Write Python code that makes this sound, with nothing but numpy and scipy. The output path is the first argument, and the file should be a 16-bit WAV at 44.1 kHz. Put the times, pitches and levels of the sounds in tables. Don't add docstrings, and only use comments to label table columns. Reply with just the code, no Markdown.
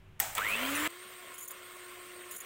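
import sys
import numpy as np
from scipy import signal
from scipy.fft import rfft, irfft
from scipy.io import wavfile
from scipy.ndimage import uniform_filter1d

SR = 44100
rng = np.random.default_rng(int(sys.argv[2]) if len(sys.argv) > 2 else 0)


def invert_db(level):
    return 10 ** (np.asarray(level, dtype=float) / 20)


def persist_wave(psi):
    counts = np.round(np.clip(psi, -1, 1) * 32767).astype(np.int16)
    wavfile.write(sys.argv[1], SR, np.atleast_2d(counts).T)


N = 108045
CHANGE_S = 0.8765


def evened(x):
    return x / np.sqrt(np.mean(x ** 2) + 1e-20)


def read(points, hz):
    f, value = np.transpose(points)
    return np.interp(np.log(hz + 1), np.log(f + 1), value)


def follow(points, t):
    return np.interp(t, *np.transpose(points))


def add(mix, start_s, sound):
    part = mix[round(start_s * SR):][:len(sound)]
    part += sound[:len(part)]


def slow(hz):
    size = int(SR / hz)
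    return evened(uniform_filter1d(uniform_filter1d(rng.standard_normal(N), size), size))


def resonate(x, hz, width_hz):
    turn = np.exp(2j * np.pi * hz * np.arange(len(x)) / SR)
    r = np.exp(-np.pi * width_hz / SR)
    return 2 * (turn * signal.lfilter([1 - r], [1, -r], x / turn + 1e-18)).real


def shaped(x, field):
    hz, t, z = signal.stft(x, SR, nperseg=512, noverlap=384)
    z = z * invert_db(field(hz[:, None], t[None]))
    return signal.istft(z, SR, nperseg=512, noverlap=384)[1][:len(x)]


# pitch_hz, level_db (per Hz)
ROOM_COLOUR = [(25, -5), (50, -10), (100, -2.5), (140, -11), (420, -23.5), (2900, -27), (4500, -42),
               (16000, -48)]
# pitch_hz, level_db (rms)
HUM = [(49.9, -67.5), (100.3, -60), (156.1, -73), (376.8, -72)]


def room_tone():
    t = np.arange(N) / SR
    hz = np.fft.rfftfreq(N, 1 / SR)
    noise = irfft(rfft(rng.standard_normal(N)) * invert_db(read(ROOM_COLOUR, hz)), N)
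    tone = invert_db(-56 - 2.5) * evened(noise)
    for pitch_hz, level_db in HUM:
        level = np.sqrt(2) * invert_db(level_db + 2.0 * slow(1.6))
        tone += level * np.sin(2 * np.pi * (pitch_hz * t + rng.random()))
    return tone * np.where(t < CHANGE_S, 1, invert_db(-16.5))


# start_s, level_db (peak), treble_share (0 to 1), room_db
SNAPS = [
    (.1930, -56, 0.37, 17),
    (0.2001, -12, 0.64, -12.5),
    (.2055, -24, 0.27, -46),
    (.3509, -23, 0.77, -8),
    (.3803, -16, 0.27, -34),
    (.3812, -20, 0.2, -30),
    (.2013, -19, 0.2, -28),
    (.4985, -30, 0.36, -30),
]
# pitch_hz, level_db, fade_s (to -60 dB; anything above 0.022 s is played as
# 0.022 s)
SNAP_LOW = [(1210, -4.5, 0.028), (1830, 2.5, 0.052), (2260, -3.5, 0.013), (3080, -3, 0.025),
            (3357, -2, 0.03), (4160, -35, 0.13)]
# pitch_hz, level_db, fade_s (to -60 dB; anything above 0.022 s is played as
# 0.022 s)
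SNAP_HIGH = [(6580, -16, 0.027), (8040, 2, 0.023), (11300, -27, 0.0042), (13130, -6, 0.011),
             (14500, 2, 0.014), (14100, -8, 0.02), (15300, -1, 0.013)]
# pitch_hz, fade_s (to -60 dB)
KITCHEN_FADE = [(300, 0.62), (790, 0.54), (2090, 0.85), (5510, 0.55), (14600, 0.63)]
# pitch_hz, level_db (per Hz)
KITCHEN_COLOUR = [(300, -12.5), (470, -19), (600, 0), (750, 5), (1050, -6), (1900, -4), (4500, -13),
                  (8000, -4), (11000, -16.5), (15000, -6)]


def plastic(rings, t):
    out = np.zeros(len(t))
    for pitch_hz, level_db, fade_s in rings:
        fade = invert_db(level_db - 60 * t / min(fade_s, .022))
        out += fade * np.sin(2 * np.pi * (pitch_hz * t + rng.random()))
    return out / abs(out).max()


def kitchen(hz, s):
    return read(KITCHEN_COLOUR, hz) - 60 * s / np.clip(read(KITCHEN_FADE, hz), .1, .9)


def switch():
    t, out = np.arange(SR // 2) / SR, np.zeros(N)
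    for start_s, level_db, treble, room_db in SNAPS:
        low, high = plastic(SNAP_LOW, t), plastic(SNAP_HIGH, t)
        crack = invert_db(3) * np.exp(-t / .003) * np.diff(rng.standard_normal(len(t) + 1))
        snap = (1 - treble) * low + treble * (high + crack / 2)
        echo = shaped(rng.standard_normal(len(t)), kitchen)
        echo *= np.minimum(t / 0.0018, 1) / echo[:2000].std()
        snap *= np.minimum(t / 0.00049, 1)
        add(out, start_s, invert_db(level_db) * (snap + invert_db(room_db - 9.0) * echo))
    return out * (np.arange(N) < CHANGE_S * SR)


# time_s, level_db
WINDUP_LEVEL = [(.38, -35.5), (.42, -37), (.5, -36), (.57, -35.5), (.74, -34.5), (0.868, -33.5)]
# time_s, level_db
RUNNING_LEVEL = [(.88, -53.5), (.91, -50), (1.3, -49), (1.41, -52), (1.47, -56), (1.495, -56),
                 (1.505, -47.5), (1.53, -50), (1.9, -49.5), (2.28, -50), (2.37, -49), (2.376, -57.5),
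                 (2.402, -54.5), (2.408, -52.5), (2.44, -49)]
# time_s, speed_hz (turns per second)
WINDUP_SPEED = [(.375, 80), (.395, 88), (.42, 122), (.45, 159), (.49, 191), (.52, 214), (.55, 220),
                (.6, 247), (.66, 268), (.87, 313)]
# time_s, speed_hz (turns per second)
RUNNING_SPEED = [(.88, 341), (.95, 356), (1.04, 368), (1.2, 362), (1.5, 362), (1.7, 360), (2.1, 359),
                 (2.28, 357), (2.44, 364)]
ORDER = [1, 2, 3, 4, 5, 6, 9, 12, 23, 24, 25, 36, 48]
# level_db (full speed), slope_db (per octave of speed), ceiling_db, waver_db
SHAFT = [(16.5, 51, -8.5, 2.5), (-21.5, 4, -17, 6.5), (-12.5, 36, -11, 2.5), (-18.5, 12, -14, 2),
         (-20, 7, -16, 2), (-13, 19, -17, 2.5), (-21, 3, -15, 6), (0, 0, 10, 1), (-19, 37, -19, 7),
         (-9, 38, -12, 6), (-25, 20, -20, 7), (-24, 70, -15, 6), (-44, 20, -25, 6)]
# time_s, level_db
SLOT_WHINE = [(.372, -25), (.388, -3), (.41, -5), (.42, 0), (.46, 0), (.485, -4), (.53, 1), (.553, 0),
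              (.563, -12), (.65, -12), (.7, -24), (.87, -40)]
# time_s, level_db
TILT = [(.88, 2), (1.12, -2), (1.2, -2), (1.5, -4), (1.7, 0), (2.0, 2.5), (2.25, 5), (2.36, 0),
        (2.44, -8.5)]
# pitch_hz, level_db (per Hz)
AIR_WINDUP = [(120, -20), (250, -16), (500, -7.5), (1000, -5), (3200, -7.5), (4900, -20), (11000, -23),
              (16000, -14)]
# pitch_hz, level_db (per Hz)
AIR_RUNNING = [(120, -13.5), (300, -11.5), (500, -5.5), (1100, -5.5), (3600, -9), (5200, -20), (11000, -22),
               (16000, -15)]
# pitch_hz, width_hz, level_db
CASING = [(1060, 175, 7), (1389.5, 38, 8), (1810, 96, 3.5), (2127, 244, 5), (849, 160, -15), (560, 66, 4),
          (404, 34, -3), (2700, 560, 2), (8200, 2060, 9.5), (14300, 4100, 3)]


def shaft_tones(t, turns, octave, beat):
    tones, tilt_db = np.zeros(N), follow(TILT, t)
    for k, (level_db, slope_db, ceiling_db, waver_db) in zip(ORDER, SHAFT):
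        lift_db = level_db + slope_db * octave
        if k > 30:
            lift_db = lift_db + 30 * (t < CHANGE_S)
        lift_db = np.minimum(lift_db, ceiling_db) + ((k == 1) + (k == 24) / 2) * tilt_db
        throb = 1
        if k == 12:
            lift_db = lift_db + follow(SLOT_WHINE, t)
            throb = (1 + 0.97 * beat) * (1 + .4 * slow(350))
        level = np.sqrt(2) * throb * invert_db(lift_db + waver_db * np.tanh(slow(47)))
        phase = k * turns + rng.random()
        phase += .09 * np.sqrt(k / 24) * slow(200)
        tones += level * np.sin(2 * np.pi * phase)
    return tones


def fan_air(t, turns, octave, beat):
    clicks = invert_db(10 * np.minimum(rng.exponential(1, N), 1.6))
    clicks *= rng.random(N) < 500 / SR
    clicks *= rng.choice([-1, 1], N)
    air = rng.standard_normal(N) * (1 + 0.075 * beat) * (1 + 0.067 * np.cos(2 * np.pi * turns))
    drive = air + invert_db(-9.5) * evened(clicks)

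    def through_casing(spectrum):
        def colour(hz, s):
            patches = rng.standard_normal((hz.size, s.size))
            patches = uniform_filter1d(uniform_filter1d(patches, size=6, axis=0), size=16, axis=1)
            casing_db = sum(db / (1 + (2 * (hz - f) / w) ** 2) for f, w, db in CASING)
            treble_db = np.clip(np.log2(hz / 3000 + .01), 0, 1) * 3 * np.interp(s, t, octave)
            return read(spectrum, hz) - 40 * (hz < 110) + casing_db + treble_db + 2 * evened(patches)
        return shaped(drive, colour)

    before = t < CHANGE_S
    early, late = through_casing(AIR_WINDUP), through_casing(AIR_RUNNING)
    return np.where(before, early / early[before].std(), late / late[~before].std())


def motor():
    t = np.arange(N) / SR
    before = t < CHANGE_S
    speed_hz = np.where(before, follow(WINDUP_SPEED, t), follow(RUNNING_SPEED, t))
    level_db = np.where(before, follow(WINDUP_LEVEL, t), follow(RUNNING_LEVEL, t))
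    turns = np.cumsum(speed_hz) / SR
    octave = np.log2(speed_hz / 360)
    beat = np.cos(2 * np.pi * 103 * (t - .4195 - 0.00062 * slow(16)))
    start = np.clip((t - 0.361) / 0.01, 0, 1) ** 2
    sound = shaft_tones(t, turns, octave, beat) + fan_air(t, turns, octave, beat)
    return start * invert_db(level_db) * sound


# pitch_hz, width_hz, level_db
GLASS = [(6600, 90, -7), (7030, 60, 0), (8600, 120, -5), (9400, 60, -9), (10050, 60, -3), (10930, 60, -2),
         (11100, 60, -4), (12300, 70, -5), (13100, 70, -10), (14050, 60, -4), (14700, 90, -6),
         (15150, 100, -7), (15600, 100, -11)]
# start_s, level_db, contact_s, low_rings_db
CHATTER = [(.482, -48, .014, -6), (.752, -48, .014, -6), (.8996, -54, .01, -6), (1.337, -49, .014, 4),
           (1.354, -52, .006, -8), (1.380, -45, .018, 0), (1.403, -46, .014, 0), (1.418, -47, .007, 2),
           (1.425, -45, .02, 2), (1.445, -50, .02, 0), (1.4765, -42, .013, 1), (1.490, -50, .009, -6),
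           (1.5065, -42, .013, -10), (1.765, -55, .006, -6), (2.309, -42.5, .013, 1), (2.322, -49, .024, 4),
           (2.345, -48, .015, -4), (2.361, -42, .012, 7), (2.376, -48, .018, 2), (2.4015, -43, .013, 3),
           (2.413, -51, .012, 2)]


def bowl():
    out, t = np.zeros(N), np.arange(0, .06, 1 / SR)
    bright = signal.butter(8, 6300, "high", fs=SR, output="sos")
    spreads_db = 2.5 * rng.standard_normal((len(CHATTER), len(GLASS)))
    for (start_s, level_db, contact_s, low_db), spread_db in zip(CHATTER, spreads_db):
        push = np.sin(np.pi * np.clip(t / contact_s, 0, 1) ** 0.45) ** 0.37
        ticks = push * rng.standard_normal(len(t)) * (rng.random(len(t)) < .4)
        ring = np.zeros(len(t))
        for (pitch_hz, width_hz, ring_db), extra_db in zip(GLASS, spread_db):
            level = invert_db(ring_db + extra_db + low_db * (pitch_hz < 8000)) / np.sqrt(width_hz)
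            ring += level * resonate(ticks, pitch_hz, width_hz)
        head = round(contact_s * SR)
        burst = ring / ring[:head].std() + invert_db(-18) * ticks / ticks[:head].std()
        damping = np.exp(-np.maximum(t - contact_s, 0) / .004)
        add(out, start_s, invert_db(level_db) * signal.sosfilt(bright, burst) * damping)
    return out


# start_s, level_db, pitch_hz, fade_s (to -60 dB)
PINGS = [(.2, -15, 14700, .02), (.2003, -19, 13700, .02), (.381, -26, 1310, .08), (.752, -33, 9050, .08),
         (.752, -36, 9450, .07), (.752, -38, 6050, .07), (.77, -38, 8300, .06), (.562, -36, 8450, .06),
         (.483, -41, 10900, .2), (1.66, -56, 11100, .08), (2.015, -54, 11100, .07), (2.06, -54, 11100, .08),
         (2.018, -57, 11800, .05), (2.068, -57, 11800, .05), (1.57, -56, 13100, .1)]
# start_s, level_db, pitch_hz, fade_s (to -60 dB)
BUMP = (2.345, -60, 200, .12)


def pings_and_bump():
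    out = np.zeros(N)

    def strike(event, length_s, rise_s):
        start_s, level_db, pitch_hz, fade_s = event
        t = np.arange(0, length_s, 1 / SR)
        fade = invert_db(level_db - 60 * t / fade_s) * np.minimum(t / rise_s, 1)
        add(out, start_s, fade * np.sin(2 * np.pi * pitch_hz * t))

    for ping in PINGS:
        strike(ping, .06, .001)
    strike(BUMP, .15, .0049)
    return out


def scene():
    return np.tile(motor() + switch() + bowl() + pings_and_bump() + room_tone(), (2, 1))


def roll_off(x):
    return signal.sosfilt(signal.butter(12, 16830, fs=SR, output="sos"), x)


def record(dry):
    treble = signal.sosfilt(signal.butter(8, 6000, "high", fs=SR, output="sos"), dry[0])
    side = invert_db(-12) * slow(210) * np.maximum(slow(18.5) - 1, 0) * treble
    limit = signal.firwin(255, 15850, window=("kaiser", 7), fs=SR)
    mix = signal.oaconvolve(dry + np.array([side, -side]), limit[None], "same")
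    return roll_off(mix)


dry = scene()
out = record(dry)
persist_wave(out)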